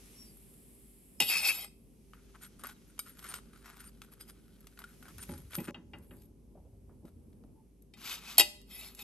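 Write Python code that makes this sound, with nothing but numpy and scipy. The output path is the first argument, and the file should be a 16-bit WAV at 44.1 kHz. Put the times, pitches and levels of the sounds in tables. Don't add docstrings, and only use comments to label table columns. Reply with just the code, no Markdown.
import sys
import numpy as np
from scipy import signal
from scipy.fft import rfft, irfft, next_fast_len
from scipy.io import wavfile
from scipy.ndimage import uniform_filter1d

SR = 44100
rng = np.random.default_rng(int(sys.argv[2]) if len(sys.argv) > 2 else 0)


def unload_wav(signal):
    wavfile.write(
        sys.argv[1],
        SR,
        np.round(np.clip(np.atleast_2d(signal).T, -1, 1) * 32767).astype(np.int16),
    )


def field_ratio(decibels):
    return 10 ** (np.asarray(decibels, dtype=float) / 20)


N = 398223
T = np.arange(N) / SR
CUT_S = 5.709

# t/s, hiss level/dB, fizz level/dB
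TREBLE_LEVEL = [(0.0, -60.5, -62.5), (0.2, -61, -58.5), (0.34, -66.5, -60.5), (1.18, -70.5, -63),
                (1.72, -77.5, -72), (2.3, -69.5, -73), (3.099, -70.5, -72), (3.949, -76, -73),
                (4.599, -76, -72.5), (5.24, -60.5, -63), (5.7, -77.5, -72.5), (5.721, -78.5, -88),
                (6.139, -77.5, -67.5), (6.3, -80, -80), (7.3, -79.5, -77.5), (7.902, -81, -81)]
# f/Hz, relative level/dB
RUMBLE_COLOUR = [(15, -35), (25, -18), (54, -1.5), (102, -7.5), (229, -2.5), (386, -13.5), (409, -12.5),
                 (515, -17.5), (674, -26.5), (900, -30), (1730, -45), (2230, -54), (2500, -56), (3250, -83),
                 (5500, -120)]
# f/Hz, relative level/dB
HISS_COLOUR = [(300, -3.5), (1000, -9), (1600, -11.5), (2300, -5.5), (4000, -9.5), (6500, -3),
               (8000, -10.5), (11000, -31.5)]
# f/Hz, rms level/dB
HUM_TONES = [(51, -62.5), (392, -72.5)]
# f/Hz, likeness (0 to 1)
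LIKENESS = [(60, 0.29), (130, 0.98), (290, 0.79), (640, 0.14), (1410, 0.16), (3100, 0.43), (6820, 0.24),
            (15000, 0.087)]
# f/Hz, relative level/dB, time to fall 60 dB/s
GRATE_MODES = [(164.7, 8.5, 0.077), (266, 1, 0.29), (328, 2, 0.17), (393, -2, 0.075), (475, -12, 0.088),
               (586, -4.5, 0.11), (732, -26, 0.17), (826, -11.5, 0.27), (992, -14.5, 0.16)]
# peak t/s, rise/s, fall/s, judder level/dB
GRATE_JOLTS = [(5.154, .03, 0.12, -62), (5.294, 0.0043, 0.12, -40), (5.587, 0.013, 0.058, -32),
               (5.684, 0.0049, 0.034, -32), (5.748, .005, 0.16, -50.5), (5.934, 0.0068, 0.13, -49),
               (6.112, .006, 0.14, -51), (6.36, .2, 0.037, -67.5), (6.522, 0.081, .4, -63.5),
               (6.928, .11, 0.073, -59), (7.051, 0.023, 0.023, -48.5)]
# t/s, level/dB
THUMP_LEVEL = [(5.1, -87), (5.154, -47.5), (5.26, -65.5), (5.299, -49), (5.42, -43), (5.58, -64),
               (5.66, -54), (5.83, -65), (5.93, -56), (6.3, -61.5), (6.449, -64), (6.85, -53.5), (7.0, -56),
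               (7.07, -72), (7.14, -59.5), (7.3, -56.5), (7.341, -87.5)]
# t/s, peak level/dB, centre f/Hz
LOW_PUFFS = [(1.204, -37, 328.7), (5.745, -46, 1240), (5.935, -47, 1230), (6.11, -50, 1250),
             (6.553, -49, 474), (6.572, -48, 538), (6.649, -58, 533), (6.729, -58.5, 444),
             (6.894, -55.5, 810), (7.023, -64.5, 515), (7.054, -53, 509), (7.438, -54.5, 520)]
# start t/s, length/s, f/Hz, level/dB
SQUEAK_TONES = [(0.123, 0.19, 5510, -56.5), (0.224, 0.12, 4780, -64), (1.65, 0.06, 4950, -61),
                (3.64, 0.062, 5600, -64), (3.79, 0.034, 9140, -54.5), (3.84, 0.054, 9120, -55),
                (3.878, 0.02, 4800, -55), (4.195, 0.043, 4930, -55), (4.2, 0.043, 8370, -59),
                (4.27, 0.055, 5020, -59), (4.275, 0.071, 9200, -62), (7.541, 0.094, 879, -66.5)]
STEEL_HZ = [1270, 1440, 2299, 3100, 3806, 4920, 6830, 8290, 9090, 11386, 11445, 12255, 13040, 14700]
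STEEL_DB = [5, -6.5, -18, -7, -9.5, -6, -6, -11, -3.5, -5, 7, -19, -5.5, 6]
STEEL_T60 = [0.019, 0.063, 0.057, 0.045, 0.076, 0.065, 0.041, 0.22, 0.099, 0.079, 0.033, 0.24, 0.41, 0.1]
PAN_HZ = [250, 335, 400, 600, 711, 822, 1000, 1290, 1420, 2014, 2369, 2560, 2830, 3143, 3216, 3381, 3682,
          3811, 4220, 4359, 4410, 4705, 5235, 5453, 5566, 6315, 6923, 7230, 7458, 7518, 7566, 8030, 8390,
          8689, 9998, 11060, 11343, 11745, 11910, 12040, 12800, 13290]
PAN_DB = [-31.5, -19.5, -28, -29, -14.5, -15.5, -21, -25, -27.5, -12.5, -10.5, -7.5, -8.5, -9.5, -10, -27.5,
          -11, -11.5, -20.5, -9.5, -14.5, -15.5, -3.5, -24.5, -19, -19, -14, -19, -15, -14, -10.5, -14, -17,
          -12, 5.5, -21.5, -3, -5, -14.5, -16.5, -17, -3.5]
PAN_T60 = [0.12, 0.13, .15, 0.5, 0.082, 0.15, .08, 0.051, 0.09, 0.19, 0.068, 0.15, 0.094, 0.089, .1, 0.13,
           .16, .12, 0.059, 0.097, .1, 0.18, 0.064, 0.13, 0.079, 0.12, .07, .06, 0.075, .1, 0.1, .1, 0.12,
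           .1, 0.036, .12, 0.044, 0.021, .06, 0.063, 0.065, 0.068]
# f/Hz, relative level/dB
GRIT_COLOUR = [(300, -32.5), (700, -5.5), (1300, 1.5), (1800, -5.5), (2600, 1), (5000, -1), (8000, -9),
               (16000, -13.5)]
OVERTONE_LIFTS = [(1.72, .6), (2.06, 0.36)]
# peak t/s, rise/s, fall/s, dull level/dB, bright level/dB
CRUST_STROKES = [(2.145, 0.0089, 0.11, -65.5, -74), (2.35, 0.011, 0.034, -59, -75),
                 (2.439, 0.04, 0.045, -54.5, -51.5), (2.598, 0.015, 0.054, -62, -59.5),
                 (2.645, 0.011, .06, -49, -52), (2.7, 0.042, 0.037, -52.5, -52.5),
                 (2.89, 0.023, 0.045, -72, -66.5), (3.078, 0.031, 0.079, -61, -55),
                 (3.195, 0.06, .04, -63, -60), (3.286, 0.088, 0.09, -49.5, -47.5),
                 (3.36, .035, 0.043, -54.5, -49), (3.58, 0.063, 0.063, -67.5, -64),
                 (3.66, 0.045, 0.13, -54, -58), (3.8, 0.064, 0.099, -57, -54.5),
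                 (3.866, 0.05, 0.049, -63, -57), (4.04, .015, 0.024, -62, -62.5),
                 (4.127, 0.014, 0.024, -60.5, -58), (4.215, .025, 0.034, -59.5, -54),
                 (4.294, 0.038, 0.032, -61, -55.5), (4.675, .008, 0.033, -71, -72),
                 (4.801, .012, 0.058, -57.5, -62), (4.835, .022, 0.15, -67, -70),
                 (4.932, 0.066, 0.03, -64, -63.5), (5.089, 0.0099, 0.038, -55, -62),
                 (5.06, 0.04, .03, -58.5, -69), (5.19, 0.0096, 0.027, -53.5, -60),
                 (5.237, 0.045, 0.023, -58, -46.5), (5.309, 0.04, .13, -59, -55),
                 (5.546, 0.053, .08, -56, -48.5), (5.64, 0.11, 0.071, -58.5, -54),
                 (5.689, 0.022, 0.079, -46.5, -62), (6.04, 0.033, 0.039, -75, -69),
                 (6.2, 0.12, .1, -83, -62.5), (7.07, .025, 0.046, -73, -67)]
# start t/s, end t/s
CRUST_TIMES = [(2.13, 5.709), (6.0, 6.36), (7.0, 7.15)]
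# dull, middle and bright level/dB
RESTING_LEVEL = [-77.5, -75, -82]
# t/s, level/dB, favoured mode f/Hz, its lift/dB
BLADE_DRAGS = [
    [(1.21, -32, 2850, 25), (1.258, -40, 2760, 13), (1.314, -28, 2590, 22), (1.42, -34, 2480, 14.5),
     (1.49, -25, 2550, 21), (1.548, -41, 2710, -1.5), (1.644, -46, 2870, 0.5), (1.7, -79, 2570, 10)],
    [(7.95, -90, 3010, 3), (7.975, -62.5, 2760, 3), (8.078, -40, 2330, 7), (8.146, -40.5, 2720, 3),
     (8.208, -58, 2540, 15), (8.308, -44.5, 2630, 19), (8.37, -54, 2770, 7)],
    [(8.66, -79.5, 3360, 18), (8.712, -54, 3240, 13), (8.798, -49.5, 3000, -3), (8.864, -50, 2540, 5),
     (8.966, -67, 2870, -1), (8.996, -50.5, 2730, 3), (9.03, -49, 2940, 20)],
]
# dull over middle level/dB, bright over middle level/dB, grit over ringing level/dB
DRAG_TONE = [(-12.5, 0.5, -6.5), (-10, -3, 4.5), (-13, 2, -7)]
# t/s, peak level/dB, treble slope/(dB per octave), favoured mode f/Hz, crack over ring level/dB
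CUTLERY_CLICKS = [(0.3705, -48.5, 3, 11500, -2), (0.5394, -51.5, -3, 11400, -3.5),
                  (1.6454, -31, -2.5, 8400, -3), (2.1347, -40.5, -13.5, 1217, -4.5),
                  (2.3486, -46.5, -13, 1393, -7), (2.5948, -49, -4.5, 9200, -6),
                  (2.6368, -31.5, -1, 1440, 0), (2.6693, -34.5, -4.5, 11830, -5),
                  (2.9796, -46, -9.5, 1270, 1.5), (2.9919, -20.5, 0, 2299, -1.5),
                  (3.1916, -36, -3.5, 3100, 11), (3.3398, -26, -5.5, 1430, 4),
                  (3.3882, -42, -10.5, 1270, -10), (3.5334, -47.5, -11, 9160, -1.5),
                  (3.5603, -47, -7.5, 1440, 0), (4.018, -33.5, -6.5, 1313, 4), (4.6064, -47, 4.5, 11630, 4),
                  (4.6699, -38, -5, 5500, 25.5), (4.775, -46, -12, 1440, 1), (4.7904, -34.5, -3, 10970, 4),
                  (4.8186, -40, -13, 1540, 3.5), (4.8403, -36.5, -9.5, 1440, -1),
                  (5.0264, -41.5, -7, 1510, -1), (5.0822, -39.5, -2, 1870, -8), (5.1825, -32.5, 0, 1440, 9),
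                  (5.2273, -33, 1, 10370, 10), (5.292, -39.5, -24, 1260, 11), (5.3225, -45.5, -5, 12100, 5),
                  (5.378, -38.5, -1, 11500, 19), (5.5193, -43.5, -13, 1800, 12),
                  (5.533, -35, -18.5, 2300, 5), (5.5523, -25, -5, 11600, 4), (5.5634, -24, 31, 13300, -19),
                  (5.6506, -46, -24, 11400, 5), (5.7084, -36.5, -7, 1120, -3), (5.985, -51, 3.5, 4920, 13),
                  (7.0536, -49.5, -4, 1110, 7), (7.33, -60.5, -11.5, 2299, 15),
                  (7.438, -57.5, -10, 1270, 4), (7.8214, -49.5, 4, 11220, 7.5),
                  (8.6153, -45.5, -1, 2930, 19), (8.9491, -34, 3, 12000, 22), (8.972, -52, -7, 4920, 5)]
# t/s, peak level/dB, treble slope/(dB per octave), favoured mode f/Hz, crack over ring level/dB
PAN_STRIKES = [(1.2027, -8.5, -2.5, 2730, -7), (1.2214, -17, -4, 2490, -4.5),
               (1.297, -21.5, -2.5, 2560, -17), (1.33, -22, -2.5, 2540, -2.5),
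               (1.362, -27.5, 4.5, 2630, -12), (1.3976, -29, 0.5, 2500, 2), (1.4735, -17, 5.5, 2560, -5),
               (5.5844, -37, -29, 2480, -15), (5.682, -42, -19.5, 2560, -13),
               (5.7448, -37.5, -18, 2830, -15), (5.9344, -40.5, -24, 2830, -17),
               (6.109, -51.5, -21, 2830, -15), (7.9374, -43.5, -6.5, 3720, -8),
               (8.3714, -35.5, -7, 2520, 3), (8.3814, -1, 2, 3100, -5), (8.3964, -2, -1, 3340, -2),
               (8.4074, -6.5, 0.5, 2840, -9), (8.991, -36, -6.5, 2670, 11.5)]
# f/Hz, phase/rad
LEFT_LEADS = [(0, 0.5), (1640, -0.2), (2330, 0.96), (3620, 0.91), (5250, 1.5), (5600, -7), (6030, 0.82),
              (8870, 0.52), (9820, -2.5), (12500, -6.5), (13200, -7.5), (14400, -14), (14900, -8.5),
              (16200, -6.5)]
# f/Hz, level/dB
LEFT_LOUDER = [(60, 1), (110, 8.5), (200, -3.5), (380, 5), (700, 5.5), (1290, 2), (2380, 5), (4400, 2),
               (8120, 1.5), (15000, -1)]
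# f/Hz, level/dB
OVERALL_COLOUR = [(8500, -1.5), (9750, 0), (10050, -11.5), (10350, -16.5), (10700, 5.5), (11500, 3.5),
                  (12700, -3.5), (13600, -29), (14900, -16), (15700, -22), (16400, -63)]


def evened(x):
    return x / np.sqrt(np.mean(x ** 2) + 1e-20)


def read(points, hz):
    f, value = np.transpose(points)
    return np.interp(np.log(hz + 1), np.log(f + 1), value)


def coloured(x, points):
    size = next_fast_len(x.shape[-1] + 4096)
    gain = field_ratio(read(points, np.fft.rfftfreq(size, 1 / SR)))
    return irfft(rfft(x, size) * gain, size)[..., :x.shape[-1]]


def band(x, lo_hz, hi_hz):
    return signal.sosfilt(signal.butter(3, [lo_hz, hi_hz], "band", fs=SR, output="sos"), x)


def wander(shape, samples):
    once = uniform_filter1d(rng.standard_normal(shape), int(samples))
    return evened(uniform_filter1d(once, int(samples)))


def hump(t, peak_s, rise_s, fall_s, power):
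    flank_s = np.where(t < peak_s, rise_s, fall_s)
    return -18.5 * abs((t - peak_s) / flank_s) ** power


def ring(hz, db, t60, length=SR // 3):
    t = np.arange(length) / SR
    hz, db, t60 = (np.asarray(c)[:, None] for c in (hz, db, t60))
    start, other, apart = rng.random((3, *hz.shape))
    near_hz = 240 * (apart - 0.5)
    neighbour = np.sin(2 * np.pi * ((hz + near_hz) * t + other))
    neighbour *= 0.9 * field_ratio(-220 * t - 12 * t / t60)
    return field_ratio(db - 60 * t / t60) * (np.sin(2 * np.pi * (hz * t + start)) + neighbour)


def favour(hz, favoured_hz, db, octaves):
    distance = np.log2(np.asarray(hz)[:, None] / favoured_hz) / octaves
    return field_ratio(db * np.exp(-distance ** 2))


def add(mix, s, sound):
    end = round(CUT_S * SR) if s < CUT_S else N
    part = mix[round(s * SR):end][:len(sound)]
    part += sound[:len(part)]


def ports(x):
    size = next_fast_len(N + 4096)
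    hz = np.fft.rfftfreq(size, 1 / SR)
    half = field_ratio(read(LEFT_LOUDER, hz) / 2) * np.exp(0.5j * read(LEFT_LEADS, hz))
    return irfft(rfft(x, size) * np.array([half, 1 / half]), size)[:, :N]


def walls(x, t60=0.42):
    t = np.arange(SR // 2) / SR
    noise = rng.standard_normal((2, len(t))) * field_ratio(-60 * t / t60)
    tail = band(noise * (t > 0.004), 200, 9500)
    tail /= np.linalg.norm(tail[0])
    echo = np.zeros((2, N))
    for part in (T < CUT_S, T >= CUT_S):
        echo += signal.oaconvolve((x * part)[None], tail, axes=1)[:, :N] * part
    return echo


def kitchen():
    s, *treble = np.transpose(TREBLE_LEVEL)
    hiss_db, fizz_db = (np.interp(T, s, db) for db in treble)
    rumble_db = -59 + 1.4 * wander(N, 9000)
    size = next_fast_len(N)
    same = np.clip(read(LIKENESS, np.fft.rfftfreq(size, 1 / SR)), 0, 1)
    z = rfft(rng.standard_normal((2, 2, size)))
    z[:, 1] = same * z[:, 0] + np.sqrt(1 - same ** 2) * z[:, 1]
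    low, high = irfft(z, size)[..., :N]
    waver = wander(N, 5000)
    hum = np.zeros(N)
    for hz, db in HUM_TONES:
        tone = np.sqrt(2) * np.sin(2 * np.pi * hz * T + 0.5 * waver)
        hum += field_ratio(db + 1.5 * waver) * tone
    rumble = evened(coloured(low, RUMBLE_COLOUR)) * field_ratio(rumble_db)
    hiss = evened(coloured(high, HISS_COLOUR)) * field_ratio(hiss_db)
    fizz = evened(band(high, 7100, 16000)) * field_ratio(fizz_db)
    return hum + rumble + hiss + fizz


def pan_shift():
    judder = rng.standard_normal(N) * (rng.random(N) < 900 / SR)
    modes = ring(*np.transpose(GRATE_MODES)).sum(0)
    low = evened(band(signal.oaconvolve(judder, modes)[:N], 109, 1420))
    deep = evened(band(judder, 55, 110))
    t = T[::40]
    low_db = np.max([db + hump(t, *when, 0.97) for *when, db in GRATE_JOLTS], 0)
    s, deep_db = np.transpose(THUMP_LEVEL)
    return low * field_ratio(np.interp(T, t, low_db)) + deep * field_ratio(np.interp(T, s, deep_db, -120, -120))


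def low_puffs():
    out, t = np.zeros(N), np.arange(SR // 4) / SR
    for s, peak_db, hz in LOW_PUFFS:
        fading = rng.standard_normal(len(t)) * field_ratio(-60 * t / 0.2)
        puff = band(fading, hz / 2.05, hz * 1.4)
        add(out, s, field_ratio(peak_db) * puff / abs(puff).max())
    return out


def squeaks():
    out = np.zeros(N)
    for s, length, hz, db in SQUEAK_TONES:
        t = np.arange(round(length * SR)) / SR
        flutter = wander((2, len(t)), 150)
        tone = np.sin(2 * np.pi * hz * t + 0.33 * flutter[1])
        add(out, s, field_ratio(db + 3.3 * flutter[0]) * tone * np.hanning(len(t)))
    return out


def blows(events, hz, db, t60, rise_s, favour_db, octaves, rattle, crack_s, size):
    out, t = np.zeros(N), np.arange(size) / SR
    for s, peak_db, slope_db, favoured_hz, crack_db in events:
        slope = slope_db * np.log2(np.maximum(hz, 3000) / 3000)
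        weight = field_ratio(slope + 2.5 * rng.standard_normal(len(hz)))
        weight *= favour(hz, favoured_hz, favour_db, octaves)[:, 0]
        short_t60 = np.multiply(t60, rng.uniform(0.75, 1.0, len(hz)))
        tone = weight @ ring(hz, db, short_t60, size) * (1 - np.exp(-t / rise_s))
        tilt = [(150, -29.5), (400, -11), (1200, -8.0), (3000, -5.5), (12000, 2 * slope_db)]  # f/Hz, level/dB
        fade = np.exp(-t / crack_s) + rattle * np.exp(-t / 0.032)
        crack = coloured(rng.standard_normal(len(t)) * fade, tilt)
        sound = tone / abs(tone).max() + field_ratio(crack_db) * crack / abs(crack).max()
        end_fade = np.minimum(4 * (1 - t / t[-1]), 1)
        add(out, s, field_ratio(peak_db) * sound / abs(sound).max() * end_fade)
    return out


def friction(strokes, hz, db, t60, damping, grit_db, slips_per_s, spread_db, smooth, lumps_db, drift_db):
    out = np.zeros(N)
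    for rows, stroke_grit_db in zip(strokes, np.broadcast_to(grit_db, len(strokes))):
        s, *columns = np.transpose(rows)
        t = np.arange(s[0], s[-1], 1 / SR)
        dull_db, middle_db, bright_db, *spot = (np.interp(t, s, c) for c in columns)

        slip_size = field_ratio(spread_db * np.minimum(rng.exponential(1, len(t)), 2.8))
        slips = slip_size * (rng.random(len(t)) < slips_per_s / SR)
        rub = evened(slips * rng.standard_normal(len(t))) + smooth * rng.standard_normal(len(t))
        rub *= field_ratio(lumps_db * wander(len(t), 460))

        drift = np.repeat(wander((len(hz), len(t) // 100 + 1), 12), 100, 1)[:, :len(t)]
        drive = rub * field_ratio(drift_db * drift)
        if spot:
            favoured_hz, lift_db = spot
            drive *= favour(hz, favoured_hz, lift_db, 0.065)
            for ratio, share in OVERTONE_LIFTS:
                drive *= favour(hz, ratio * favoured_hz, share * lift_db, 0.04)

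        pressed = ring(hz, db, damping * np.array(t60), SR // 8)
        modes = signal.oaconvolve(drive, pressed, axes=1)[:, :len(t)].sum(0)
        modes /= np.sqrt(abs(uniform_filter1d(modes ** 2, size=2500)) + 1e-12)
        body = evened(modes) + field_ratio(stroke_grit_db) * evened(coloured(rub, GRIT_COLOUR))

        sound = field_ratio(dull_db) * evened(band(body, 300, 2000))
        sound += field_ratio(middle_db) * evened(band(body, 2000, 8000))
        sound += field_ratio(bright_db) * evened(band(body, 8000, 16000))
        edges = np.clip(np.minimum(t - s[0], s[-1] - t) / 0.006, 0, 1)
        add(out, s[0], sound * edges)
    return out


def cutlery_clicks():
    return blows(CUTLERY_CLICKS, STEEL_HZ, STEEL_DB, STEEL_T60, rise_s=0.000085, favour_db=14.5,
                 octaves=0.054, rattle=0.06, crack_s=0.0034, size=7000)


def crust_sawing():
    peak_s, rise_s, fall_s, dull_db, bright_db = np.transpose(CRUST_STROKES)[..., None]
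    middle_db = dull_db + 0.52 * (bright_db - dull_db) - 3
    strokes = []
    for start, end in CRUST_TIMES:
        s = np.linspace(start, end, round((end - start) * 500))
        shape_db = hump(s, peak_s, rise_s, fall_s, 1.96)
        lifted_db = -30 if start > CUT_S else 0
        levels = [np.maximum((db + shape_db).max(0), rest_db + lifted_db)
                  for db, rest_db in zip((dull_db, middle_db, bright_db), RESTING_LEVEL)]
        strokes.append(np.transpose([s] + levels))
    return friction(strokes, STEEL_HZ, STEEL_DB, STEEL_T60, damping=0.373, grit_db=0.5, slips_per_s=2500,
                    spread_db=6.0, smooth=0.72, lumps_db=1.5, drift_db=8.0)


def blade_drags():
    strokes = []
    for rows, (dull_db, bright_db, _) in zip(BLADE_DRAGS, DRAG_TONE):
        s, db, hz, lift_db = np.transpose(rows)
        dull = -39.5 + 0.71 * (db + 39.5) + dull_db
        strokes.append(np.transpose([s, dull, db, db + bright_db, hz, lift_db]))
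    return friction(strokes, PAN_HZ, PAN_DB, PAN_T60, damping=0.59, grit_db=np.transpose(DRAG_TONE)[2],
                    slips_per_s=5600, spread_db=0.5, smooth=0.71, lumps_db=-0.5, drift_db=5.5)


def pan_strikes():
    return blows(PAN_STRIKES, PAN_HZ, PAN_DB, PAN_T60, rise_s=0.00038, favour_db=9,
                 octaves=0.088, rattle=0.13, crack_s=0.0056, size=12000)


def scene():
    background = kitchen()
    low = pan_shift() + low_puffs()
    near = squeaks() + cutlery_clicks() + crust_sawing() + blade_drags() + pan_strikes()
    return ports(near) + low + field_ratio(-20) * walls(near + low) + background


def band_limit(x):
    return signal.sosfilt(signal.butter(12, 16640, fs=SR, output="sos"), x)


def record(dry):
    mix = coloured(dry, OVERALL_COLOUR)
    return band_limit(mix)


dry = scene()
out = record(dry)
unload_wav(out)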